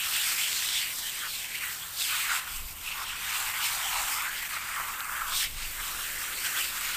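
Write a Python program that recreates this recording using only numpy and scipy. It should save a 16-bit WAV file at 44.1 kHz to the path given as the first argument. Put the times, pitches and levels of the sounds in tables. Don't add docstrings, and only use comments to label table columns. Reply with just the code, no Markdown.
import sys
import numpy as np
from scipy import signal
from scipy.fft import rfft, irfft, next_fast_len
from scipy.io import wavfile
from scipy.ndimage import uniform_filter1d, map_coordinates

SR = 44100
rng = np.random.default_rng(int(sys.argv[2]) if len(sys.argv) > 2 else 0)


def transcribe(u):
    v = np.clip(np.atleast_2d(u).T, -1, 1)
    q = np.round(v * 32767).astype(np.int16)
    wavfile.write(sys.argv[1], SR, q)


def elevation(decibels):
    levels = np.asarray(decibels, float)
    return 10 ** (levels / 20)


N = 306936

# (frequency [Hz], density [dB per Hz])
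MURMUR_SPECTRUM = [(120, -11), (220, -4.5), (350, 0.5), (600, -0.5), (900, -9), (1300, -50)]


def unit(x):
    return x / np.sqrt(np.mean(x ** 2) + 1e-20)


def curves(rows):
    time_s, *columns = np.transpose(rows)
    return [np.interp(np.arange(N) / SR, time_s, column) for column in columns]


def wobble(knots_per_s):
    knots_per_s_max = 2000
    at = np.arange(0, N, 4)
    knots = rng.standard_normal(int(N * knots_per_s_max / SR) + 4)
    curve = map_coordinates(knots, [at * min(knots_per_s, knots_per_s_max) / SR])
    return unit(np.interp(np.arange(N), at, curve))


def bumps(time_s, height, length_s):
    t = np.arange(0, N, 32) / SR
    off = (t - time_s[:, None]) / np.reshape(length_s, (-1, 1))
    return np.interp(np.arange(N) / SR, t, height @ np.exp(-.5 * off ** 2))


def window(start_s, end_s, rise_s, fall_s):
    t = np.arange(N) / SR
    return (np.tanh((t - start_s) / rise_s) - np.tanh((t - end_s) / fall_s)) / 2


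def coloured(x, spectrum):
    m = next_fast_len(N + 8192)
    hz, db = np.transpose(spectrum)
    log_hz = np.log(np.fft.rfftfreq(m, 1 / SR) + 1)
    gain = elevation(np.interp(log_hz, np.log(hz), db, left=-120, right=-120))
    return unit(irfft(rfft(x, m) * gain, m)[:N])


def patchy(patchy_db):
    z = signal.stft(rng.standard_normal(N), nperseg=512)[2]
    field = uniform_filter1d(rng.standard_normal(z.shape), 8, 0)
    field = uniform_filter1d(field, 12, 1)
    return signal.istft(z * elevation(patchy_db * unit(field)), nperseg=512)[1][:N]


def resonant(x, centre_hz, octaves_below, octaves_above):
    hz, t, z = signal.stft(x, SR, nperseg=512)
    frames = np.minimum((t * SR).astype(int), N - 1)
    off = np.log2((hz[:, None] + 1) / centre_hz[frames])
    below = np.broadcast_to(octaves_below, N)[frames]
    above = np.broadcast_to(octaves_above, N)[frames]
    gain = np.exp(-.5 * (off / np.where(off < 0, below, above)) ** 2)
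    gain = gain / np.linalg.norm(gain, axis=0)
    return unit(signal.istft(z * gain, SR, nperseg=512)[1][:N])


def ringing(start, hz, size, cycles, length):
    k = np.arange(length)
    u = k * hz[:, None] / SR / cycles
    swell = size[:, None] * u * np.exp(1 - u)
    tones = swell * np.sin(2 * np.pi * cycles * u * (1 + 0.012 * u))
    return np.bincount((start[:, None] + k).ravel(), tones.ravel(), N + length)[:N]


def drops(centre_hz, spread, cycles, uneven_db, count, length):
    when, pitch, chance = rng.random((count, 3)).T
    start = (when * N).astype(int)
    hz = centre_hz[start] * 2 ** (spread * np.log(pitch / (1 - pitch)) / 2)
    hz = np.clip(hz, 400, 14000)
    size_db = np.minimum(-uneven_db * np.log(chance), 14)
    size = elevation(size_db) * np.sqrt(hz) / centre_hz[start]
    return unit(ringing(start, hz, size, cycles, length))


def outdoors():
    # (frequency [Hz], density [dB per Hz])
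    hum_spectrum = [(15, -39), (25, -6.5), (90, -5), (160, -9), (250, -14), (400, -22.5), (700, -14.5),
                    (1100, -6.5), (2000, -60)]
    # (frequency [Hz], density [dB per Hz])
    buffet_spectrum = [(15, 10), (30, 4), (60, -6.5), (120, -16), (300, -32)]
    # (time [s], level [dB])
    runoff = [(0.0, -58), (0.45, -59), (1.9, -61), (3.1, -61.5), (5.5, -59), (5.97, -53.5), (6.1, -55.5),
              (6.62, -52), (6.74, -56), (6.96, -56)]
    # (time [s], peak [dB], length [s])
    gusts = [(2.54, -46, 0.044), (2.653, -41, 0.066), (2.875, -56, 0.086), (3.016, -60, 0.024),
             (3.205, -52, 0.068), (3.436, -54, 0.074), (3.742, -51, 0.036), (3.977, -47.5, 0.069),
             (4.386, -53, .04), (4.8, -61.5, .3), (5.184, -53, .05), (5.34, -49, 0.046),
             (5.5, -42.5, 0.053), (5.666, -44, 0.088), (5.8, -56, 0.044), (5.9, -59, .05),
             (6.12, -52.5, 0.16), (6.85, -55.5, 0.2)]
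    hum_db, calm_db = -54, -64
    hum = elevation(hum_db - 1.5) * coloured(rng.standard_normal(N), hum_spectrum)
    murmur = elevation(curves(runoff)[0] - 3.5) * coloured(patchy(patchy_db=2.0), MURMUR_SPECTRUM)
    buffet = unit(elevation(1.1 * wobble(24)) * coloured(rng.standard_normal(N), buffet_spectrum))
    time_s, peak_db, length_s = np.transpose(gusts)
    breeze = (elevation(calm_db) + bumps(time_s, elevation(peak_db), length_s)) * buffet
    return hum + murmur + breeze


def ticks():
    # (time [s], peak [dB], pitch [Hz])
    big_drops = [(0.1367, -12, 2740), (0.5301, -9, 3270), (0.689, -9, 3100), (0.8989, -30, 7560),
                 (1, -19, 8400), (1.3374, -20, 3220), (1.819, -31, 3150), (2.02, -11, 3650),
                 (2.889, -17, 2680), (4.381, -18, 3130), (4.458, -40, 3190), (4.52, -27, 3060),
                 (5.006, -13, 3420), (5.0459, -15, 8160), (6.4584, -24, 2830), (6.799, -29, 8000)]
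    time_s, peak_db, hz = np.transpose(big_drops)
    return ringing((time_s * SR).astype(int), hz, elevation(peak_db - 8), cycles=0.66, length=200)


def splashes():
    # (time [s], level [dB], length [s])
    glances = [
        (1.0, -41, .03),
        (2, -37, 0.028),
        (3.64, -38, 0.028),
        (4.38, -44, .015),
        (5.357, -37, 0.027),
        (6.59, -42, 0.019),
        (6.65, -39, 0.011),
    ]
    centre_hz, octaves_below, octaves_above = 4000, 0.34, 0.41
    time_s, db, length_s = np.transpose(glances)
    burst = resonant(rng.standard_normal(N), np.full(N, centre_hz), octaves_below, octaves_above)
    return bumps(time_s, elevation(db), length_s) * burst


def cups():
    # (time [s], level [dB], pitch [Hz], length [s])
    catches = [(0.167, -38, 2780, .025), (.29, -36, 2400, 0.023), (0.454, -32.5, 3100, 0.032),
               (.75, -33.5, 3600, .03), (1.068, -39.5, 3130, 0.029), (1.213, -42, 3220, .03),
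               (1.827, -41.5, 3300, 0.015), (2.03, -34.5, 3670, 0.021), (2.065, -45, 2800, .02),
               (2.895, -38.5, 2620, 0.025), (3.098, -37.5, 2700, 0.013), (3.36, -43, 2860, 0.035),
               (3.63, -36, 2950, 0.018), (3.87, -36.5, 3160, .03), (4.17, -44, 2130, 0.023),
               (4.256, -41, 2170, 0.016), (4.384, -42, 3260, 0.015), (5.447, -35.5, 3120, 0.014),
               (5.65, -38.5, 2780, 0.0089), (6.582, -37, 3430, 0.013), (6.622, -34, 2730, .015)]
    time_s, db, hz, length_s = np.transpose(catches)
    centre_hz = np.interp(np.arange(N) / SR, time_s, hz)
    return bumps(time_s, elevation(db), length_s) * resonant(rng.standard_normal(N), centre_hz, 0.096, 0.087)


def mist(caught_db, folds_hz, flicker_db):
    # (frequency [Hz], density [dB per Hz])
    hiss_spectrum = [(3000, -46), (5500, -15.5), (6600, -6), (7600, -1.5), (8500, -1), (9400, -8.5),
                     (10300, -12), (12500, -23)]
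    # (frequency [Hz], density [dB per Hz])
    spatter_spectrum = [(1500, -29), (3500, -9), (4500, -3.5), (6000, -5.5), (6800, -21), (9000, -37)]
    # (frequency [Hz], density [dB per Hz])
    air_spectrum = [(8500, -7), (10300, -9.5), (11800, -4), (13300, -2), (14400, -3.5), (16000, -5.5)]
    usual_db, usual_hz = -38, 2700
    mist_db, mist_follows, air_follows = -40, 0.98, -.25
    spatter_db, spatter_db_per_octave = -5, 3.5

    swell_db = caught_db - usual_db
    hiss_db = mist_db + mist_follows * swell_db + 0.13 * wobble(14)
    tightness_octaves = np.log2(folds_hz / usual_hz)
    spatter_db = spatter_db + spatter_db_per_octave * tightness_octaves + 0.38 * wobble(8)
    air_db = -.6 + air_follows * swell_db + 0.6 * wobble(10)

    impacts = elevation(1.75 * wobble(1900))
    hiss = coloured(impacts * patchy(patchy_db=1.0), hiss_spectrum)
    spatter = coloured(impacts * patchy(patchy_db=3.0), spatter_spectrum)
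    air = coloured(impacts * elevation(0.33 * wobble(760)) * patchy(patchy_db=1.0), air_spectrum)
    return elevation(hiss_db + 0.25 * flicker_db) * (hiss + elevation(spatter_db) * spatter + elevation(air_db + 0.85) * air)


def hand():
    # (time [s], jets caught [dB], cupping toward the jets [dB], pitch of the wet folds [Hz],
    # mist thrown back [dB])
    sleeve = [(0.0, -35, -6.5, 3030, -1.5), (0.3, -32.5, -7.5, 2670, 1.5), (0.75, -32.5, -11, 3220, -5),
              (0.95, -41.0, -8, 2980, 2.0), (1.4, -38.5, -8.5, 2900, -2), (1.95, -44.5, -3, 3260, 0.5),
              (2.13, -47.5, -4.5, 2600, -1.5), (2.5, -41, -9, 2620, 1), (2.9, -39.5, -6, 2660, -3.5),
              (3.4, -38, -5.5, 2450, -0.5), (4.05, -35, -4.0, 2410, 0.5), (4.45, -41.5, -4, 2150, -2.0),
              (5.15, -42.5, 5.5, 2100, 2.5), (5.4, -47.5, -13, 3070, -0.5), (5.7, -44, -7.5, 2560, 0.5),
              (6.2, -42.5, 2.5, 2470, 3.0), (6.6, -39, 0.5, 2700, 2), (6.96, -36, -6.5, 2650, -1.5)]
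    # (time [s], change [dB], length [s])
    swings = [(0.157, 1.5, 0.03), (0.359, -3.0, 0.015), (0.774, 3.0, 0.03), (1.07, 2.5, 0.012),
              (1.492, -3.5, 0.019), (1.658, 4.0, 0.03), (1.92, -1, 0.013), (2.277, -4.5, 0.026),
              (2.415, -5, 0.061), (2.749, -6, 0.019), (3.058, -2.5, 0.017), (3.168, -4.0, 0.032),
              (3.365, 3.5, 0.065), (3.65, 6, 0.017), (4.302, -2.5, 0.015), (4.545, 4.5, 0.027),
              (4.77, 1, 0.051), (4.974, -1.5, 0.02), (5.055, -3.5, 0.048), (5.289, 6.5, 0.02),
              (5.612, 7.5, 0.044), (5.864, 4, 0.06), (6.02, 1, 0.068), (6.46, 5, 0.012),
              (6.593, 4.5, 0.028), (6.725, -3.0, 0.019)]
    # (time [s], change [dB])
    flicks = [(.99, 4), (1.555, 2.5), (1.6, -3.5), (2.565, 2), (3.1, 0), (3.53, -4), (4.43, 4.5),
              (4.455, 2.5), (4.485, -5), (4.6, 0), (4.64, 0), (4.69, 3), (5.0, 3.5), (5.7, -2), (6.8, -2.5),
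              (6.89, 1.5)]
    # (start [s], end [s], change [dB])
    passes = [
        (1.978, 2.407, 13.5),
        (2.607, 2.845, -8),
        (5.328, 5.467, 16),
    ]
    # (time [s], pitch change [octaves], length [s])
    twists = [(0.538, 0.17, 0.041), (.87, -0.32, .04), (1.023, 0.23, 0.059), (1.673, -0.41, 0.044),
              (1.817, 0.11, .03), (2.0, 0.14, 0.023), (3.52, -0.19, 0.035), (3.623, 0.063, 0.02),
              (3.867, 0.07, 0.04), (4.315, -0.19, 0.026), (5.377, 0.32, 0.023), (5.445, -0.11, .03),
              (5.652, -0.28, 0.027), (6.24, -0.0078, 0.033), (6.448, -.12, 0.042), (6.623, -0.024, .04)]
    flick_s, edge_s, octaves_per_swing_db = 0.0049, 0.025, 0.011

    caught_db, cupping_db, folds_hz, rebound_db = curves(sleeve)
    swing_db = bumps(*np.transpose(swings)) + bumps(*np.transpose(flicks), flick_s)
    pass_db = sum(db * window(start_s, end_s, edge_s, edge_s) for start_s, end_s, db in passes)
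    pitch_octaves = octaves_per_swing_db * swing_db + bumps(*np.transpose(twists))
    return caught_db + swing_db + pass_db, cupping_db, folds_hz * 2 ** pitch_octaves, rebound_db


def ring(level_db, centre_hz, below, above, spread, cycles, drop_share, count, length):
    noise = resonant(patchy(patchy_db=2.5), centre_hz, below, above)
    patter = drops(centre_hz, spread, cycles, uneven_db=2.5, count=count, length=length)
    return elevation(level_db + 0.11 * wobble(25)) * unit(noise + drop_share * patter)


def foam(caught_db, cupping_db, folds_hz, flicker_db):
    # (time [s], change [dB], length [s])
    hollow_swells = [(0.549, -2.5, 0.064), (0.778, -4, 0.014), (1.163, 5.5, 0.025), (1.242, 8.5, 0.024),
                     (1.335, -7, 0.025), (1.706, 4.5, 0.02), (2.037, -11, 0.054), (2.314, 8.5, 0.041),
                     (2.433, 11, 0.038), (2.489, 4.5, 0.021), (3.01, 5.5, 0.041), (3.14, 6, 0.02),
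                     (3.652, -6.5, 0.021), (4.29, 6, 0.067), (4.428, 1, 0.0092), (4.569, 8.5, 0.0083),
                     (4.799, 5, 0.021), (5.22, 4.5, 0.018), (5.265, 5.5, 0.071), (5.32, 5, 0.015),
                     (5.792, 8, 0.025), (6.35, -7, 0.07), (6.622, -7, 0.015), (6.675, -7, 0.017)]
    # (time [s], pitch [Hz])
    hollow_pitch = [(0, 1430), (.5, 1590), (1.3, 1610), (2.12, 1540), (2.32, 1396), (2.95, 1260),
                    (3.3, 1490), (4.15, 1254), (4.45, 1480), (4.75, 1276), (5.2, 1390), (5.3, 1290),
                    (5.6, 1460), (5.82, 1350), (6.1, 1505), (6.96, 1450)]
    # (frequency [Hz], gain [dB])
    ground = [(20, 11), (900, 0.5), (1100, -1), (1550, -1.5), (1780, 0), (2050, 2.5), (16000, -9)]
    pocket_db, pocket_hz, pocket_follows = -13.5, 870, 0.78
    hollow_db, hollow_octaves, narrowing_per_db = 0.57, 0.31, 0.017
    folds_db, folds_octaves = 1.04, 0.4
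    mouth_db = 12.5

    mouth = window(start_s=3.2, end_s=4.13, rise_s=0.18, fall_s=0.01)
    hollow_rise_db = cupping_db + bumps(*np.transpose(hollow_swells))

    pocket_level_db = caught_db + pocket_follows * hollow_rise_db + pocket_db + mouth_db * mouth
    pocket = ring(pocket_level_db, pocket_hz * 2 ** (0.034 * wobble(4)), 0.24, 0.65,
                  spread=0.14, cycles=4.1, drop_share=0.19, count=2500, length=360)

    hollow_hz = curves(hollow_pitch)[0] * 2 ** (0.07 * wobble(9))
    breadth = np.clip(hollow_octaves * (1 - narrowing_per_db * cupping_db), .1, .6)
    hollow = ring(caught_db + hollow_rise_db + hollow_db, hollow_hz, breadth, breadth,
                  spread=0.21, cycles=1.29, drop_share=0.59, count=5000, length=300)

    breadth = np.clip(folds_octaves * (1 - .015 * cupping_db) + 0.067 * wobble(10), .12, .9)
    folds = ring(caught_db + folds_db, folds_hz * 2 ** (0.055 * wobble(12)), breadth, 2.05 * breadth,
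                 spread=0.301, cycles=1.23, drop_share=0.49, count=9000, length=140)

    body = elevation(-1.5 + 0.13 * flicker_db) * pocket
    body += elevation(0.46 + 0.52 * flicker_db) * hollow
    body += elevation(-1.27 + 0.88 * flicker_db) * folds
    return np.std(body) * coloured(body, ground)


def spray():
    # (time [s], change [dB], length [s])
    puffs = [(0.663, 2.0, 0.069), (1.19, 0, 0.012), (1.39, 2, 0.043), (1.726, 3.5, 0.019),
             (1.851, 0, 0.0097), (2.759, 6, 0.077), (2.928, -2.5, 0.029), (3.732, 3, 0.015),
             (3.831, -1.5, 0.025), (4.132, 4, 0.023), (4.487, 3.5, 0.023), (4.578, -2, 0.025),
             (4.825, -0.5, 0.034), (5.463, -4, 0.013), (5.604, -4, 0.042), (5.916, -1.5, 0.023),
             (6.022, 2, 0.033), (6.552, 0, 0.011)]
    flicker_db = 0.037 * wobble(6.9) + 0.83 * wobble(60) + 0.65 * wobble(400)
    caught_db, cupping_db, folds_hz, rebound_db = hand()
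    rebound_db = rebound_db + bumps(*np.transpose(puffs))
    drumming = foam(caught_db, cupping_db, folds_hz, flicker_db)
    hissing = elevation(rebound_db) * mist(caught_db, folds_hz, flicker_db)
    return drumming + hissing + cups() + splashes()


def scene():
    # (frequency [Hz], density [dB per Hz])
    ports = [(20, -1), (100, -12), (250, -20), (400, -32), (600, -60)]
    jets = spray()
    loudness = np.sqrt(np.abs(uniform_filter1d(jets ** 2, size=4096))) / elevation(-32.5)
    steady, ducked = rng.standard_normal((2, N))
    side = elevation(-73.5) * coloured(steady, ports)
    side += elevation(-83) * coloured(ducked, MURMUR_SPECTRUM) / (1 + loudness ** 5)
    mid = jets + ticks() + outdoors()
    return np.array([mid + side, mid - side])


def band_limit(x):
    return signal.sosfilt(signal.butter(12, 16620, fs=SR, output="sos"), x)


def record(dry):
    top_hz = 15335
    m = next_fast_len(N + 8192)
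    passed = np.fft.rfftfreq(m, 1 / SR) < top_hz
    limited = irfft(rfft(dry, m) * passed, m)[:, :N]
    return band_limit(limited)


dry = scene()
out = record(dry)
transcribe(out)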